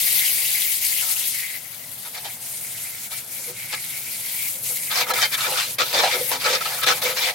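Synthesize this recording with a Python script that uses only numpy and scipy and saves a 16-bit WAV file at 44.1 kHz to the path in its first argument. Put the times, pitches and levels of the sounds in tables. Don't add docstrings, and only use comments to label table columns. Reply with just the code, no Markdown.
import sys
import numpy as np
from scipy import signal
from scipy.io import wavfile

SR = 44100
rng = np.random.default_rng(int(sys.argv[2]) if len(sys.argv) > 2 else 0)


def dump_mix(stems):
    frames = np.atleast_2d(stems).T
    limited = np.clip(frames, -1, 1)
    pcm = np.round(limited * 32767).astype(np.int16)
    wavfile.write(sys.argv[1], SR, pcm)


def elevation(decibels):
    levels = np.asarray(decibels, float)
    return 10 ** (levels / 20)


N = 323694

# pitch in Hz, width in Hz, relative level in dB.
DEEP_MODES = [(381, 16, -4.5), (394, 9.3, -13.5), (495, 13.4, 6), (512.7, 19.4, 8), (607, 19, 0)]
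# pitch in Hz, width in Hz, relative level in dB.
MIDDLE_MODES = [(728, 9.8, 4.9), (777, 18, 1.5), (861.7, 39, 8), (954, 19, 6.5)]
# pitch in Hz, width in Hz, relative level in dB.
UPPER_MODES = [(1156, 20, -11), (1300, 53, 4.5), (1470, 50, 2.5), (1680, 46, 0)]
# pitch in Hz, width in Hz, relative level in dB.
BRIGHT_MODES = [(1870, 300, 8), (2120, 29, 3.5), (2292, 34, 5.5), (2342, 30, 8), (2490, 17, -11),
                (2790, 89, -3), (3124, 36, 7), (3520, 48, 2.5), (3550, 280, 8), (4100, 27, 7),
                (4210, 70, 3), (4525, 98, 4), (4970, 280, -4), (4770, 87, -1.5), (5330, 150, 5),
                (6060, 130, -2)]


def unit_power(x):
    return x / np.sqrt(np.mean(x ** 2) + 1e-20)


def in_time(rows):
    seconds, *columns = np.transpose(rows)
    return [np.interp(np.arange(N) / SR, seconds, column) for column in columns]


def at_hz(points, hz):
    point_hz, values = np.array(points).T
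    return np.interp(np.log(hz), np.log(point_hz), values)


def drift(rate_hz):
    r = np.exp(-2 * np.pi * rate_hz * 40 / SR)
    noise = rng.standard_normal(N // 40 + 2002)
    slow = signal.lfilter([1], [1, -2 * r, r * r], noise)[2000:]
    return np.interp(np.arange(N) / 40, np.arange(len(slow)), unit_power(slow))


def impacts(per_s, spread_db):
    shape = (2, 2, N)
    sizes = elevation(spread_db * np.minimum(rng.exponential(1, shape), 5))
    sizes = sizes * rng.choice([-1, 1], shape)
    landing = rng.random(shape) < per_s / SR
    return unit_power(sizes * landing + 1e-9)


def surges(per_s, decay_s, spread_db):
    landed = (rng.random(N) < per_s / SR) * rng.exponential(1, N)
    swell = signal.lfilter([1], [1, -np.exp(-1 / (decay_s * SR))], landed)
    return elevation(spread_db * np.minimum(unit_power(swell - swell.mean()), 2))


def lull_db():
    # quietest moment, fading time and returning time in seconds, depth in the hiss in dB.
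    lulls = [(0.685, .03, 0.015, 3.5), (0.806, 0.061, 0.029, 3), (1.155, 0.018, 0.014, 4),
             (2.12, 0.035, 0.015, 2), (2.24, .03, 0.0082, 2), (2.39, 0.039, 0.044, 5),
             (2.945, 0.036, 0.13, 2.5), (3.095, 0.036, 0.021, 8.5), (3.255, .07, 0.08, 8.5),
             (3.535, 0.037, 0.043, 5.5), (3.68, 0.037, 0.011, 3), (4.61, 0.11, 0.047, 8),
             (4.81, 0.037, 0.014, 2.5), (5.054, 0.041, 0.06, 10), (5.133, 0.019, .004, 29),
             (5.29, 0.058, 0.069, 5), (5.362, 0.012, 0.015, 11), (5.782, 0.036, 0.0026, 24),
             (6.312, 0.013, .003, 4), (6.395, 0.064, 0.064, 7.5), (6.603, 0.021, 0.0052, 4.5),
             (6.828, 0.013, 0.0066, 9), (6.859, 0.022, 0.0064, 10), (7.015, 0.036, 0.0032, 11.5),
             (7.14, 0.032, 0.029, 6.5), (7.33, 0.029, .1, 10)]
    t = np.arange(N) / SR
    loss_db = 0
    for s, fade, back, depth_db in lulls:
        loss_db = loss_db + np.interp(t, [s - fade, s, s + back], [0, depth_db, 0])
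    return -loss_db


def stereo(pair, hz):
    # pitch in Hz, left-right correlation from 0 to 1.
    likeness = [(60, 1), (150, 1), (600, 1), (780, 1), (900, 0.58), (1080, .15), (1350, 0.53), (1800, .25),
                (2380, 0.42), (5980, 0.32), (15000, 0.17)]
    # pitch in Hz, left over right in dB.
    left_lean = [(200, -.5), (380, -1.5), (950, -1), (2380, 3.5), (5980, 0), (15000, 6.5)]
    alike = np.clip(at_hz(likeness, hz), 0, 1)
    lean = at_hz(left_lean, hz) / 2
    middle = np.sqrt(1 + alike) * pair[0]
    side = np.sqrt(1 - alike) * pair[1] * [[1], [-1]]
    return elevation([[lean], [-lean]]) * (middle + side)


def coloured(streams, spectrum, patchy_db, rate_hz):
    out = 0
    edges = 25 * 2 ** np.arange(0, 9.7, 1 / 3)
    edges = edges[(edges >= spectrum[0][0]) & (edges <= 1.2 * spectrum[-1][0])]
    for k, (low, high) in enumerate(zip(edges, edges[1:])):
        band_pass = signal.butter(2, [low, high], "band", fs=SR, output="sos")
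        band = signal.sosfilt(band_pass, streams[k % 2])
        hz = np.sqrt(low * high)
        gain = elevation(at_hz(spectrum, hz) + patchy_db * drift(rate_hz))
        out = out + gain * stereo(band, hz)
    return unit_power(out)


def resonant(streams, modes, wander_db, rate_hz):
    out = 0
    for k, (hz, width_hz, level_db) in enumerate(modes):
        r = np.exp(-np.pi * width_hz / SR)
        push = streams[k % 2] * elevation(level_db + wander_db * drift(rate_hz)) / np.sqrt(width_hz)
        poles = [1, -2 * r * np.cos(2 * np.pi * hz / SR), r * r]
        out = out + stereo(signal.lfilter([1 - r, 0, r - 1], poles, push), hz)
    return out / np.sqrt(2 * np.pi / SR * np.sum(elevation(2 * np.array(modes)[:, 2])))


def gliding(x, hz, width_hz):
    r = np.exp(-np.pi * width_hz / SR)
    out, state = np.zeros_like(x), np.zeros((2, 2))
    for i in range(0, N, 256):
        poles = [1, -2 * r * np.cos(2 * np.pi * hz[i] / SR), r * r]
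        out[:, i:i + 256], state = signal.lfilter([1, 0, -1], poles, x[:, i:i + 256], zi=state)
    return out


def outdoors():
    # pitch in Hz, relative level per hertz in dB.
    rumble_spectrum = [(18, -71), (30, -84), (91, -1), (141, 3), (166, 2), (197, -5.5), (270, -7),
                       (335, -12.5), (459, -6.5), (939, -5.5), (1150, -9), (1230, -15.5), (1600, -1),
                       (2080, -15), (3520, -120)]
    # time in seconds, level in dB.
    rumble_swell = [(0.0, -48), (0.95, -52), (1.3, -50), (2.2, -50.5), (3.0, -49), (5.8, -46.5),
                    (6.29, -45), (6.42, -49.5), (7.0, -45), (7.34, -54)]
    # pitch in Hz, width in Hz, relative level in dB.
    hum_modes = [(119.3, 3.7, 1), (249.5, 6, -1)]
    air = rng.standard_normal((2, 2, N))
    rumble_db, = in_time(rumble_swell)
    rumble = elevation(rumble_db) * coloured(air, rumble_spectrum, patchy_db=1.3, rate_hz=0.49)
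    hum = elevation(-61) * resonant(air, hum_modes, wander_db=0.5, rate_hz=1.5)
    return rumble + hum


def steady_floor():
    band = signal.butter(1, [1820, 6100], "band", fs=SR, output="sos")
    floor = signal.sosfilt(band, impacts(3000, spread_db=4.0)[0])
    return elevation(-51.5) * unit_power(stereo(floor, hz=3000))


def bump():
    start_s, rise_s, t60_s = 6.325, 0.012, 0.29
    hz, level_db = 266, -35.5
    t = np.maximum(np.arange(N) / SR - start_s, 0)
    decay = elevation(level_db - 60 * t / t60_s)
    rise = 1 - np.exp(-t / rise_s)
    return decay * rise * np.sin(2 * np.pi * hz * t)


def drumming():
    # start in seconds, stay in seconds,
    # then the drive of the deep, middle, upper and bright registers in dB.
    stays = [(1.02, .18, -57, -50, -46, -48), (1.73, 0.0022, -65, -55, -60, -38),
             (2.053, 0.011, -58, -45, -44, -38), (2.15, 0.026, -58, -45, -42.5, -35),
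             (2.248, 0.015, -60, -38, -40.5, -30.5), (3.119, 0.0078, -62, -44, -40, -33),
             (3.33, 0.087, -56, -64, -66, -60), (3.481, 0.022, -40, -54, -54, -45),
             (3.73, 0.0081, -46, -43, -33, -28), (4.53, 0.13, -50, -66, -68, -66),
             (4.70, 0.018, -47, -52, -51, -48), (4.915, 0.044, -48, -39, -34.5, -24),
             (4.959, 0.075, -33, -31, -29, -20.5), (5.073, 0.061, -26.5, -26.5, -22.5, -24),
             (5.14, 0.083, -46, -40.5, -36, -27.5), (5.225, 0.034, -40, -34, -33, -19),
             (5.325, .03, -45, -38.5, -31, -21.5), (5.384, 0.074, -52, -39, -28, -26),
             (5.46, 0.082, -37, -36.5, -36.5, -35), (5.559, 0.078, -60, -44.5, -35, -26),
             (5.67, 0.036, -44, -56, -63, -37), (5.789, 0.037, -28, -33.5, -23.5, -18),
             (5.86, 0.05, -47, -45, -39, -31.5), (5.942, 0.063, -24, -26, -34, -18.5),
             (6.029, 0.049, -36, -24, -31, -21.5), (6.114, 0.031, -52, -48, -30, -18.5),
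             (6.14, 0.034, -23.5, -35, -36, -44), (6.2, 0.077, -40, -53, -58, -40),
             (6.316, 0.043, -28.5, -29.5, -37, -21.5), (6.405, 0.059, -45, -40, -32, -22.5),
             (6.45, 0.039, -28, -36, -25, -23), (6.499, 0.063, -28, -36.5, -31, -21.5),
             (6.609, 0.18, -45.5, -39.5, -32.5, -30), (6.829, 0.013, -35, -45, -28, -23.5),
             (6.87, 0.051, -28, -31, -23.5, -20.5), (6.95, 0.058, -42, -43, -47, -32.5),
             (7.022, .11, -31, -37.5, -34, -25), (7.17, 0.032, -38, -37, -41, -24.5),
             (7.221, 0.026, -34, -33.5, -35, -19), (7.27, 0.041, -38, -32, -34, -27)]
    arrive_db_per_s, leave_db_per_s = 900, 506
    lull_share = 0.81
    t, power = np.arange(N) / SR, np.zeros((4, N))
    for s, stay, *levels_db in stays:
        near = slice(int((s - 0.1) * SR), int((s + stay + 0.2) * SR))
        before_db = arrive_db_per_s * (s - t[near])
        after_db = leave_db_per_s * (t[near] - s - stay)
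        loss_db = np.maximum(0, np.maximum(before_db, after_db))
        power[:, near] += elevation(2 * (np.array(levels_db)[:, None] - loss_db))
    return np.sqrt(power) * elevation(lull_share * lull_db())


def metal():
    # pitch in Hz, relative level per hertz in dB.
    thud_spectrum = [(160, -48), (280, -79), (493, 2), (644, 5), (855, 1), (1300, 1.5), (2300, -2.5),
                     (2910, -3), (3580, -3), (7370, -13.5), (12000, -50), (15600, -53), (22000, -120)]
    # modes, low edge in Hz, high edge in Hz, broad thud and ring in dB
    registers = [(DEEP_MODES, 280, 544, -8.5, -6.5), (MIDDLE_MODES, 608, 1125, -3, -4.5),
                 (UPPER_MODES, 1050, 1594, -7, -3), (BRIGHT_MODES, 1580, 15700, -3, -5.5)]
    slugs = impacts(4000, spread_db=3.5) * surges(40, 0.036, spread_db=1.95)
    body = coloured(slugs, thud_spectrum, patchy_db=2.5, rate_hz=10.3)
    out = 0
    for gain, (modes, low_hz, high_hz, thud_db, ring_db) in zip(drumming(), registers):
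        band = signal.butter(3, [low_hz, high_hz], "band", fs=SR, output="sos")
        thud = gain * elevation(thud_db) * unit_power(signal.sosfilt(band, body))
        ringing = resonant(slugs * gain * elevation(ring_db), modes, wander_db=5, rate_hz=24)
        out = out + thud + ringing
    return out


def fins():
    # pitch in Hz, relative level per hertz in dB.
    hiss_spectrum = [(2940, -33), (5000, -16), (7000, -10), (11100, -2), (15100, -10), (16000, -10)]
    # pitch in Hz, relative level per hertz in dB.
    body_spectrum = [(180, -58), (300, -19), (502, -18.5), (628, -11), (688, -17), (969, -11.5),
                     (1140, -21.5), (1280, -41), (1830, -8), (2110, -10.5), (2570, 3), (4240, 2.5),
                     (7000, -9), (9100, -27), (15400, -120)]
    # time in seconds, pitch in Hz.
    ring_glide = [(0.0, 2120), (0.45, 2145), (2.12, 2070), (2.3, 2170), (2.39, 2130), (3.42, 2250),
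                  (3.87, 2140), (4.09, 2320), (4.25, 2120), (4.39, 2240), (4.88, 2140)]
    # time in seconds, hiss level in dB, coil body and fin ring in dB
    # over the hiss, lift of the top treble in dB, left over right in dB.
    jet = [(0.0, -22, -6.5, -13.5, 5, 1), (0.55, -24, -5.5, -9.5, 5.5, 1), (0.95, -22, -9.5, -13.5, 1, 1.5),
           (1.29, -23.5, -8.5, -20.5, 0.5, 1.5), (1.45, -30, -8.5, -2.5, 2, 0.5),
           (1.565, -35, -6.5, -2.5, 7, 1), (1.59, -40, -7, -6, 6, 4.5), (2.0, -36, -10, -18.5, 1.5, 0),
           (2.35, -33, -10.5, -14, 2.5, -1), (2.5, -29, -16.5, -17, -2, -0.5),
           (2.85, -30, -13, -13.5, -1.5, -1.5), (3.2, -30.5, -8.5, -12, 1.5, 0),
           (3.47, -28.5, -17, -18.5, -4.5, 0), (3.6, -32, -9.5, -7, -2, -1.5), (4.0, -31, -9, -8, 2.5, -1),
           (4.25, -29.5, -9.5, -10.5, 1, -1), (4.33, -29.5, -6.5, -6.5, 5, -.5),
           (4.5, -26, -12, -14.5, 2, -.5), (4.7, -24, -16.5, -18, -2.5, 0),
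           (4.9, -29.5, -10.5, -8, 5.5, -1.5), (5.15, -28.5, -25, -1.5, 7.5, -2.5),
           (5.55, -26, -6.5, -29, -3, -2), (5.66, -28.5, -7, -25, -1, -2), (5.75, -29.5, -11, -27, 2, -2),
           (5.85, -35, 2.5, -31, 8, -1), (6.12, -28.5, -3.5, -6, 1, -.3), (6.3, -28, -9.5, -10.5, 3.5, 1),
           (6.55, -32.5, -1, -3, 3.5, -2), (6.79, -29, -15, -24, 2.5, -2), (7.05, -29, -7, -9, 4, -1.5),
           (7.34, -31, 4.5, -1, 6, -.5)]
    lull_share = 1.46
    hiss_db, body_db, ring_db, top_db, pan_db = in_time(jet)
    ring_hz, = in_time(ring_glide)
    gush = surges(50, 0.0043, spread_db=1.0)
    spray = impacts(9000, spread_db=1.5)

    hiss = coloured(spray, hiss_spectrum, patchy_db=1.73, rate_hz=16.5)
    high_pass = signal.butter(2, 12000, "high", fs=SR, output="sos")
    hiss = hiss + (elevation(top_db) - 1) * signal.sosfiltfilt(high_pass, hiss)

    body = coloured(spray, body_spectrum, patchy_db=2.5, rate_hz=23)
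    ring = gliding(spray[0] * elevation(3 * drift(20)), ring_hz, width_hz=300)
    ring = gliding(ring, ring_hz, width_hz=600)
    coil = elevation(body_db) * body + elevation(ring_db) * unit_power(stereo(ring, hz=2376))

    lull = lull_db()
    sides = elevation(pan_db / 2 * [[1], [-1]])
    return sides * elevation(hiss_db) * gush * (elevation(lull) * hiss + elevation(lull_share * lull) * coil)


def scene():
    return outdoors() + steady_floor() + bump() + metal() + fins()


def top_cut(x):
    return signal.sosfilt(signal.butter(12, 16950, fs=SR, output="sos"), x)


def record(dry):
    steep_cut = signal.ellip(12, 0.5, 55, 16150, fs=SR, output="sos")
    mix = signal.sosfilt(steep_cut, dry)
    return top_cut(mix)


dry = scene()
out = record(dry)
dump_mix(out)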